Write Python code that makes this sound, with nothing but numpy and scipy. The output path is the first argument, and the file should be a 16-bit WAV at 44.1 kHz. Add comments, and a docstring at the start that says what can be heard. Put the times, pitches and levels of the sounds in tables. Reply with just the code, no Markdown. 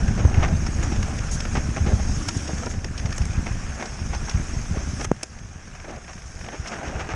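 """Mountain bike on a dry dirt trail

Heard from a camera worn by the rider. Wind buffets the microphone and hisses at its port, jolts thump it.
The tyres crunch over grit, chain and cables rattle on the frame, grass brushes past and twigs snap.
Among the bushes something knocks the camera and the rush drops at once; then the tyres dig into loose dirt.
"""
import sys
import numpy as np
from scipy import signal
from scipy.fft import rfft, irfft
from scipy.io import wavfile
from scipy.ndimage import uniform_filter1d

SR = 44100
rng = np.random.default_rng(int(sys.argv[2]) if len(sys.argv) > 2 else 0)


def dump_mix(stems):
    """Bounce the given channels to the path in sys.argv[1] as a 16-bit WAV at rate SR."""
    frames = np.atleast_2d(stems).T  # one column per channel
    limited = np.clip(frames, -1, 1)  # hard clip at full scale
    pcm = np.round(limited * 32767).astype(np.int16)
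    wavfile.write(sys.argv[1], SR, pcm)


N = 315315
TIME = np.arange(N) / SR

# Jolts that thump the microphone. Each row: time in seconds, relative peak in dB, push width in seconds.
JOLTS = [(0.249, 0.5, 0.0058), (0.372, -1.5, 0.0043), (0.522, -5.5, 0.0035), (0.587, -19, 0.0038),
         (0.684, -11.5, 0.0022), (0.785, -14, 0.0061), (0.871, -11, 0.0048), (0.918, -8.5, 0.0024),
         (0.979, -11, 0.0062), (1.031, -10.5, 0.0063), (1.486, -20, 0.007), (1.572, -8.5, 0.0021),
         (1.685, -10, 0.0026), (1.807, -8.5, 0.0041), (1.866, -8.5, 0.0037), (1.929, -3, 0.0058),
         (1.987, -17, 0.008), (2.091, -12, 0.0037), (2.168, -8, 0.0036), (2.362, -11, 0.0022),
         (2.53, -10.5, 0.0027), (2.597, -20, 0.0055), (2.67, -16, 0.0015), (2.774, -18.5, 0.0055),
         (2.906, -17.5, 0.0023), (3.048, -9.5, 0.0046), (3.09, -15, 0.0033), (3.201, -5, 0.0056),
         (3.294, -11.5, 0.0062), (3.373, -6.5, 0.0058), (3.425, -16.5, 0.0028), (3.506, -10, 0.0054),
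         (3.639, -21, 0.005), (3.709, -20, 0.0038), (3.892, -21, 0.008), (4.012, -12.5, 0.0045),
         (4.099, -20.5, 0.0064), (4.156, -14, 0.008), (4.341, -6.5, 0.0053), (4.394, -10.5, 0.0026),
         (4.563, -8, 0.0047), (4.707, -9, 0.0038), (4.767, -12.5, 0.0019), (4.93, -14, 0.0036),
         (5.065, -15.5, 0.0045), (5.443, -20, 0.0035), (5.554, -22.5, 0.003), (5.671, -28.5, 0.0061),
         (5.74, -32, 0.008), (5.812, -34, 0.0074), (6.152, -23, 0.0026), (6.25, -26, 0.0077),
         (6.355, -24, 0.007), (6.4, -22.5, 0.0077), (6.593, -15.5, 0.0055), (6.868, -20, 0.008),
         (6.95, -16, 0.0059), (7.134, -13.5, 0.0031)]
# Hollow resonances of the frame. Each row: pitch in Hz, width in Hz, lift in dB.
FRAME_MODES = [(833, 81, 0.5), (1200, 120, 3), (1650, 200, -3), (2160, 210, 1.5)]


def gain_of(db):
    """Decibels to amplitude."""
    return np.exp(np.asarray(db) * float(np.log(10) / 20))


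def unit_rms(x):
    """Scales to rms 1."""
    return x / np.sqrt(np.mean(x ** 2) + 1e-20)


def add(mix, start, sound):
    """Mixes a sound in at a time in seconds."""
    part = mix[max(round(start * SR), 0):][:len(sound)]
    part += sound[:len(part)]


def colour(x, spectrum):
    """A causal EQ of unit energy, drawn through points of frequency in Hz and level in dB."""
    size = 8192
    point_hz, db = np.transpose(spectrum)
    hz = abs(np.fft.fftfreq(size, 1 / SR))
    log_gain = np.log(gain_of(np.interp(np.log(hz + 1), np.log(point_hz), db)))
    taps = np.fft.ifft(np.exp(np.conj(signal.hilbert(log_gain)))).real[:size // 2]  # minimum phase
    return signal.oaconvolve(x, taps / np.linalg.norm(taps))[:N]


def lift(x, modes):
    """Adds the ring of a few resonances to a sound."""
    for hz, width, db in modes:
        x = x + (gain_of(db) - 1) * signal.lfilter(*signal.iirpeak(hz, hz / width, fs=SR), x)
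    return x


def resonate(x, hz, width_hz):
    """A resonance of gain 1 that follows a pitch curve."""
    turn = np.exp(2j * np.pi * np.cumsum(hz) / SR)
    pole = np.exp(-np.pi * width_hz / SR)
    return 2 * (turn * signal.lfilter([1 - pole], [1, -pole], x / turn)).real


def low_cut(x, hz, q):
    """A resonant high-pass: a push of pressure swings back and rings."""
    w = 2 * np.pi * hz
    return signal.lfilter(*signal.bilinear([1, 0, 0], [1, w / q, w * w], SR), x)


def wander(rate_hz):
    """A random drift of rms 1 that rolls off above the given rate."""
    hz = np.fft.rfftfreq(4096, TIME[-1] / 4096)
    drift = irfft(rfft(rng.standard_normal(4096)) * hz / (hz + 2) * np.exp(-(hz / rate_hz) ** 2))
    return np.interp(TIME, np.linspace(0, TIME[-1], len(drift)), unit_rms(drift))


def patchy(x, depth_db):
    """Lets narrow bands swell and fade on their own for some tens of ms."""
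    bands = signal.stft(x.astype(np.float32), nperseg=512)[2]
    swell = uniform_filter1d(rng.random(bands.shape, np.float32) - .5, size=5, axis=0)
    swell = unit_rms(uniform_filter1d(swell, size=6, axis=1))
    return unit_rms(signal.istft(bands * gain_of(depth_db * swell), nperseg=512)[1][:N])


def arches(rows, power):
    """A gain that swells and fades once for each row; a low power flattens the top."""
    out = np.zeros(N)
    for start, length, db in rows:
        add(out, start, gain_of(db) * abs(np.sin(np.linspace(0, np.pi, round(length * SR)))) ** power)
    return out


def grit(per_s, spread_db):
    """Tiny impacts at random times: many small, a few large."""
    when, chance, sign = rng.random((40000, 3))[:round(per_s * TIME[-1])].T
    size = gain_of(spread_db * np.minimum(-np.log(1 - chance), 4))
    return unit_rms(np.bincount((when * N).astype(int), size * np.sign(sign - .5), N))


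def burst(length, per_s, tail):
    """A fizzy cluster of impacts that starts abruptly, holds and dies; tail is a share of the length."""
    t = np.arange(round(3 * length * SR)) / SR
    envelope = np.minimum(t / (0.026 * length), 1) * np.exp(-np.maximum(t / length - .7, 0) / tail)
    fizz = rng.standard_normal(SR // 2)[:len(t)]
    struck = rng.random(SR // 2)[:len(t)] < per_s / SR
    hits = (.5 * fizz + np.sign(fizz) * struck * np.sqrt(SR / per_s)) * envelope
    return hits * np.sqrt(length * SR) / np.linalg.norm(hits)


def ride_gains():
    """Faders for air hiss and rolling tyres, which step down together among the bushes."""
    # Before and after the drop. Each row: time in seconds, relative hiss and grit levels in dB.
    open_trail = [(0.0, -43, -40), (0.37, -45, -42.5), (0.77, -42, -40), (1.8, -42.5, -41),
                  (2.28, -38.5, -42), (2.62, -41.5, -42), (2.79, -48, -49.5), (2.93, -48, -45.5),
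                  (3.02, -45, -42.5), (3.2, -44, -41), (4.1, -44.5, -43.5), (4.29, -43, -40.5),
                  (4.9, -43, -44), (4.97, -41, -44)]
    bushes = [(5.1, -50.5, -49), (5.46, -53, -50.5), (5.85, -51.5, -47.5), (6.3, -48.5, -50.5),
              (6.6, -48, -45), (6.72, -47, -38), (7.15, -50.5, -40)]
    drop_s = 5.056
    before, after = np.transpose(open_trail), np.transpose(bushes)
    return [gain_of(np.where(TIME < drop_s, np.interp(TIME, before[0], a), np.interp(TIME, after[0], b)))
            for a, b in zip(before[1:], after[1:])]


def air_rush(hiss):
    """Smooth hiss of moving air, wavering a little."""
    # A broad, bright hiss. Each row: frequency in Hz, level in dB.
    air_eq = [(200, -2.5), (700, -5.5), (1600, 0), (2600, -5), (3300, -3.5), (4200, -10), (5200, -2.5),
              (6100, -2), (7200, -3.5), (8500, -8), (10300, -14.5), (11400, -23), (12500, -75)]
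    air = patchy(colour(rng.standard_normal(N), air_eq), depth_db=2.5)
    return gain_of(-3.5) * hiss * air * gain_of(0.56 * wander(rate_hz=100))


def gusts():
    """Strength of the buffeting: the air slackens just before each jolt and a wake of eddies follows."""
    # Wind buffeting, strongest at the start, with brief lulls, much weaker after the loud knock.
    # Each row: time in seconds, level in dB.
    airflow = [(0, -21.5), (0.5, -21), (0.7, -25), (1.3, -27), (1.62, -23.5), (1.75, -33), (1.82, -23.5),
               (2.15, -25), (2.26, -34), (2.7, -30.5), (2.95, -32), (3.04, -28.5), (3.45, -31.5),
               (3.72, -31.5), (3.78, -39.5), (3.97, -36.5), (4.06, -28), (4.24, -31), (4.3, -32.5),
               (4.37, -31), (5.1, -30.5), (5.19, -46.5), (5.35, -40.5), (6.05, -42.5), (6.4, -40.5),
               (6.75, -46.5), (6.9, -36.5), (7.15, -36.5)]
    lull_db, lull_lead_s, lull_s = -1, 0.016, 0.024
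    wake_db, wake_rise_s, wake_decay_s = -19.5, 0.007, 0.06
    lull, wake = np.zeros(N), np.zeros(N)
    t = np.arange(SR // 3) / SR
    wake_shape = np.minimum(t / wake_rise_s, 1) * np.exp(-t / wake_decay_s)
    for start, db, _ in JOLTS:
        add(lull, start - lull_lead_s - lull_s / 2, np.hanning(round(lull_s * SR)))
        add(wake, start, gain_of(db + wake_db) * wake_shape)
    flow_db = np.interp(TIME, *np.transpose(airflow))
    return np.hypot(gain_of(flow_db + lull_db * lull), wake)


def buffeting(hiss, skid):
    """Lumpy eddies press on the microphone; the strong ones carry a short flutter, which skids stir up."""
    # Rumble of large eddies, flutter of small ones. Each row: frequency in Hz, level in dB.
    eddy_eq = [(12, -22), (25, 3.5), (45, -3.5), (71, 1), (100, -6.5), (150, -9.5), (220, -16), (290, -31),
               (450, -38), (1500, -86)]
    flutter_eq = [(80, -20.5), (160, -5), (220, 0), (290, -8.5), (400, -17), (600, -20.5), (1200, -38),
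                  (4000, -79)]
    eddies = colour(rng.standard_normal(N), eddy_eq)
    eddies /= np.sqrt(uniform_filter1d(eddies ** 2, size=3000))  # steady overall, lumpy up close
    flutter = unit_rms(colour(rng.standard_normal(N), flutter_eq) * (2.2 + abs(eddies)))
    eddy_gain = gusts() * gain_of(2.06 * wander(rate_hz=18))
    flutter_gain = eddy_gain ** 0.8 * hiss ** 0.51 * gain_of(4 + 1.56 * wander(rate_hz=40))
    return eddy_gain * eddies + np.hypot(flutter_gain, gain_of(-1.5) * skid) * flutter


def thumps():
    """Each jolt is a single push of pressure that rings in the microphone's low cut."""
    out, t = np.zeros(N), np.arange(-SR // 100, SR // 8) / SR
    for start, db, width in JOLTS:
        push = -np.exp(-((t - .0052) / (width / 2)) ** 2)
        ring = low_cut(low_cut(push, hz=62, q=1.53), hz=38, q=0.58)
        add(out, start + t[0], gain_of(db - 6) * ring / abs(ring).max())
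    return out


def camera_knocks():
    """Sharp blows on the case: pressure swells, drops at once and swings back, with a faint tick."""
    # Each row: time in seconds, peak in dB.
    knocks = [(0.2514, -12.5), (5.1161, -2), (7.14, -22)]
    tick_eq = [(3000, -40), (5500, -15), (6600, -2), (9000, -20), (12000, -36)]
    out, t = np.zeros(N), np.arange(-SR // 100, SR // 10) / SR
    dip = np.exp(-(t / 0.001) ** 2) * (1 + np.tanh(t / 0.00016)) / 2
    swell = 0.35 * np.exp(-(t / 0.0016) ** 2) + 0.12 * np.exp(-((t - .0035) / 0.001) ** 2)
    blow = low_cut(swell - dip, hz=93, q=1.8)
    tick = colour((t == 0).astype(float), tick_eq)[:len(t)]
    for start, db in knocks:
        add(out, start + t[0], gain_of(db) * (blow / abs(blow).max() + gain_of(-21) * tick))
    return out


def grass():
    """Dry stalks slide past in a fine, bright fizz, each with its own thin zip."""
    # Each row: start and length in seconds, level in dB, zip pitch in Hz, zip lift in dB.
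    swishes = [(0.826, 0.016, -45, 6900, 14), (1.311, 0.044, -40, 10600, 14), (1.528, 0.025, -52, 8100, 13),
               (2.368, 0.01, -42, 7800, 5), (2.693, 0.034, -47.5, 6940, 7), (3.161, 0.014, -51, 7500, 14),
               (5.006, 0.031, -48, 7200, 3)]
    grass_eq = [(2000, -15), (4500, -6), (6400, -1.5), (7500, -1), (10000, -11.5), (11800, -29),
                (13000, -42)]
    zip_width_hz = 290
    out = np.zeros(N)
    for start, length, db, zip_hz, zip_db in swishes:
        fizz = burst(length, per_s=5400, tail=0.59)
        add(out, start, gain_of(db) * lift(fizz, [(zip_hz, zip_width_hz, zip_db)]))
    return colour(out, grass_eq)


def twigs():
    """Dry wood cracks close by in a brief, bright cluster: the thinner the twig, the higher."""
    # Each row: start and length in seconds, level in dB, low cut in Hz.
    snaps = [(2.283, 0.0083, -30.5, 1110), (3.18, 0.005, -28, 700), (3.253, 0.0043, -35, 1200),
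             (5.044, 0.0094, -31, 220), (5.23, 0.0028, -28, 350), (5.2333, 0.0008, -19, 350),
             (5.237, 0.0045, -38, 400)]
    # The tone of dry wood. Each row: frequency in Hz, level in dB.
    wood_eq = [(120, -10), (300, 13.5), (1100, 3), (2400, 1.5), (3800, -9), (5500, -2), (6500, -2.5),
               (7500, 0.5), (9500, -6), (11500, -23), (13500, -42)]
    out = np.zeros(N)
    for start, length, db, cut_hz in snaps:
        add(out, start, gain_of(db) * low_cut(burst(length, per_s=6100, tail=0.25), cut_hz, q=0.88))
    return colour(out, wood_eq)


def clatter(hiss, roll):
    """Chain and cables sound the frame and ring the steel in short rattles; flung grit ticks between."""
    # Each row: start in seconds, relative frame and metal levels in dB.
    rattles = [(0.079, -34, -38), (0.297, -46, -42), (0.342, -32, -45), (0.481, -35, -44),
               (0.664, -32, -36), (0.828, -30, -41), (0.961, -34, -39), (1.027, -36, -33),
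               (1.187, -35.5, -35.5), (1.403, -32.5, -31.5), (1.451, -29, -43), (1.553, -32, -55),
               (2.029, -35, -43), (2.287, -38, -25.5), (2.475, -38, -36), (2.581, -57, -38),
               (2.658, -53, -37), (2.712, -35.5, -43), (2.736, -37, -49), (2.789, -46, -48),
               (2.843, -32.5, -33), (2.977, -41, -33.5), (2.993, -35.5, -41), (3.056, -34, -39.5),
               (3.105, -42, -41), (3.125, -51, -32), (3.216, -37, -38), (3.331, -47, -41),
               (3.466, -29.5, -37), (3.824, -30, -41), (3.856, -46, -37), (4.148, -40, -35),
               (4.295, -38, -30), (4.31, -35, -41.5), (4.94, -47, -45), (5.01, -31, -38),
               (5.047, -34.5, -53), (5.231, -40, -35), (5.386, -44, -50), (5.751, -43, -50),
               (5.798, -42, -53), (5.842, -43, -57), (5.882, -40, -52), (5.906, -46, -50), (5.96, -52, -51),
               (6.043, -43, -56), (6.079, -53, -59), (6.129, -44, -45), (6.178, -43, -52),
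               (6.219, -42, -51), (6.388, -47, -48), (6.409, -38.5, -51), (6.442, -39.5, -48),
               (6.462, -42, -47), (6.485, -31.5, -55), (6.578, -45, -55), (6.659, -33.5, -47),
               (6.672, -44, -35.5), (6.68, -43, -36), (6.88, -34.5, -48), (7.001, -31.5, -43)]
    # Hollow frame, bright metal. Each row: frequency in Hz, level in dB.
    frame_eq = [(150, -23), (500, 7), (900, 4), (1300, 0.5), (1650, 7.5), (2150, 4.5), (2700, 1),
                (3500, -5.5), (5000, -27), (9000, -32)]
    metal_eq = [(1500, -23), (2700, 3.5), (3400, -2), (4200, -4.5), (5100, 0.5), (5540, -2), (5950, -9.5),
                (6500, -3), (7500, -8.5), (9500, -15), (12500, -41)]
    rattle_s, steel_hz, steel_width_hz, steel_db = 0.0079, 5620, 300, 7.5
    frame, metal = np.zeros(N), np.zeros(N)
    for start, frame_db, metal_db in rattles:
        longer, higher = rng.uniform(-1.65, 1, 2)
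        length = rattle_s * (1 + 0.27 * longer)
        link = [(steel_hz * (1 + 0.032 * higher), steel_width_hz, steel_db)]  # a new link each time
        add(frame, start, gain_of(frame_db) * burst(length, per_s=2000, tail=0.45))
        add(metal, start, gain_of(metal_db - 5.5) * lift(burst(length, per_s=2000, tail=0.35), link))
    flung = grit(per_s=45, spread_db=2.5)
    ticks = unit_rms(signal.oaconvolve(flung, burst(.002, per_s=2500, tail=.5))[:N])
    frame += gain_of(-12) * roll * ticks
    metal += gain_of(-17) * hiss * ticks
    return gain_of(-2) * lift(colour(frame, frame_eq), FRAME_MODES) + colour(metal, metal_eq)


def frame_clacks():
    """A hard hit sets the hollow frame ringing, at a pitch that depends on where it lands."""
    # Each row: start in seconds, level in dB, lowest mode in Hz.
    hits = [(0.43, -26, 1210), (0.44, -23, 810), (0.665, -31, 930), (1.029, -32, 1180), (2.2875, -25, 945),
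            (2.634, -32, 930), (2.668, -28, 980), (3.127, -34, 1270), (3.826, -31, 770), (5.046, -29, 880),
            (7.008, -32, 860), (7.137, -29, 900)]
    # Each row: multiple of the lowest mode, level in dB, seconds to fade by 60 dB.
    modes = [(1, -1.5, .05), (1.43, 0, .05), (1.8, -4, .035), (2.42, -6, .03)]
    out, t = np.zeros(N), np.arange(SR // 10) / SR
    for start, db, hz in hits:
        for multiple, mode_db, t60 in modes:
            ring = np.sin(2 * np.pi * hz * multiple * t) * np.exp(-np.log(1000) * t / t60)
            add(out, start, gain_of(db + mode_db) * ring)
    return out


def knob_hum():
    """The tyre's knobs drum on hard-packed ground at an uneven rate: a fuzzy low drone."""
    # Each row: start and length in seconds, relative level in dB, knob rate in Hz.
    stretches = [(0, 0.5, -43, 219.6), (0.602, 0.47, -38.5, 315.2), (0.847, 0.26, -42, 218),
                 (1.4, 0.44, -43.5, 294), (2.153, 0.37, -37, 295), (2.445, 0.48, -38.5, 214.1),
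                 (6.678, 0.31, -42, 289)]
    blur = wander(rate_hz=39) + 1j * wander(rate_hz=75)
    drone = sum(arches([swell], power=0.99) * np.exp(2j * np.pi * hz * TIME) for *swell, hz in stretches)
    return gain_of(-2) * (drone * blur).real


def tyre_bites():
    """A tyre digs into loose dirt: a gritty crunch over a low scrape of its casing."""
    # Each row: start and length in seconds, crunch level in dB, scrape level in dB.
    bites = [(0.176, 0.039, -36, -37.5), (0.345, 0.039, -38.5, -38), (0.396, 0.022, -37, -42),
             (0.423, 0.039, -26.5, -48), (0.834, 0.052, -39.5, -55), (0.917, 0.022, -35.5, -35),
             (1.552, 0.034, -29.5, -35.5), (1.763, 0.024, -32, -37), (1.861, 0.035, -34, -31),
             (1.902, 0.033, -50, -32.5), (1.993, 0.018, -39, -40), (2.487, 0.024, -49, -32),
             (2.624, 0.016, -47, -37), (2.659, 0.016, -54, -33), (2.845, 0.013, -49, -35),
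             (3.459, 0.037, -37, -39.5), (3.796, 0.034, -36, -60), (4.129, 0.034, -35, -50),
             (4.281, 0.021, -37.5, -40), (4.759, 0.033, -40.5, -39), (4.995, 0.033, -38.5, -40),
             (5.842, 0.022, -46.5, -43), (5.881, 0.04, -44, -40.5), (6.079, 0.034, -41, -52),
             (6.519, 0.045, -39.5, -41.5), (6.715, 0.046, -36.5, -39.5), (6.864, 0.16, -51, -38.5),
             (6.991, 0.036, -35, -48), (7.089, 0.042, -34.5, -37)]
    # Crunchy dirt, dull casing. Each row: frequency in Hz, level in dB.
    crunch_eq = [(100, -13), (300, -1.5), (500, -5.5), (780, 6), (1000, -2), (1600, -1.5), (2500, -5),
                 (3300, -13.5), (4300, -20.5), (5600, -17), (8000, -29), (12000, -73)]
    casing_eq = [(100, -9), (300, -1.5), (480, -2), (640, -4.5), (900, -13), (2000, -33), (6000, -82)]
    crunch, scrape = np.zeros(N), np.zeros(N)
    for start, length, crunch_db, scrape_db in bites:
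        add(crunch, start, gain_of(crunch_db) * burst(length, per_s=900, tail=0.35))
        add(scrape, start, gain_of(scrape_db) * burst(length, per_s=730, tail=0.32))
    return lift(colour(crunch, crunch_eq), FRAME_MODES) + colour(scrape, casing_eq)


def tyres(roll, skid):
    """Knobs crush grit and stones as the ground shakes the wheels; in turns the tread scrubs."""
    # Fine grit, scrubbing tread, coarse crackling stones. Each row: frequency in Hz, level in dB.
    dirt_eq = [(120, -15.5), (400, -4.5), (700, -3.5), (980, -3.5), (1300, 1), (1650, 4), (2000, -4),
               (2500, -2), (3200, -14), (4200, -21), (6000, -23), (8000, -21), (12000, -66)]
    tread_eq = [(120, -29), (320, 6.5), (430, 4.5), (520, 2), (650, 6), (780, 7), (880, -2), (1050, -4.5),
                (1300, -4.5), (2000, -13), (4000, -48)]
    stone_eq = [(200, -17), (600, -1), (1020, 2.5), (1400, -2), (2000, 0.5), (3000, -8.5), (4500, -19),
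                (8000, -30), (12000, -59)]
    shake = gain_of(wander(rate_hz=70))
    grains = patchy(colour(grit(per_s=4500, spread_db=1.5), dirt_eq), depth_db=2.2)
    tread = patchy(colour(grit(per_s=2700, spread_db=2.0), tread_eq), depth_db=2.0)
    stones = colour(grit(per_s=170, spread_db=2.2), stone_eq)
    crush = np.hypot(gain_of(-1.93) * roll, gain_of(-10) * skid)
    scrub = np.hypot(gain_of(-6) * roll, gain_of(-1.5) * skid)
    return shake * (crush * grains + scrub * tread) + gain_of(-7) * crush * stones


def scene():
    """Everything reaches the one microphone from close by, in the open air."""
    # Tyres scrub sideways through the turns. Each row: start and length in seconds, relative level in dB.
    skids = [(0, 0.14, -39.5), (.17, 0.37, -34.5), (.72, 0.24, -45), (1.06, 0.1, -36.5), (1.85, 0.16, -41),
             (2.48, 0.41, -44), (3.02, 0.075, -40.5), (3.77, 0.11, -37.5), (4.72, 0.12, -42.5),
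             (5.87, 0.12, -42), (6.43, 0.15, -45), (6.66, 0.32, -41)]
    hiss, roll = ride_gains()
    skid = arches(skids, power=0.26)
    wind = buffeting(hiss, skid) + thumps() + air_rush(hiss)
    bike = tyres(roll, skid) + tyre_bites() + knob_hum() + clatter(hiss, roll) + frame_clacks()
    return (wind + bike + twigs() + grass() + camera_knocks())[None]


def record(dry):
    """The microphone port adds a broad ring and a narrow, wavering whistle; the top treble is cut."""
    # The port's broad resonance. Each row: pitch in Hz, width in Hz, lift in dB.
    port_modes = [(5650, 700, 8)]
    whistle_hz, whistle_db, waver, cutoff_hz = 6465, 11, 0.007, 12600
    heard = lift(dry, port_modes)
    pitch = whistle_hz * (1 + waver * wander(rate_hz=18))
    heard = heard + (gain_of(whistle_db) - 1) * resonate(heard, pitch, width_hz=140)
    low_pass = signal.firwin(255, cutoff_hz, window=("kaiser", 9), fs=SR)
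    return signal.oaconvolve(heard, low_pass[None], "same")


dry = scene()
out = record(dry)
dump_mix(out)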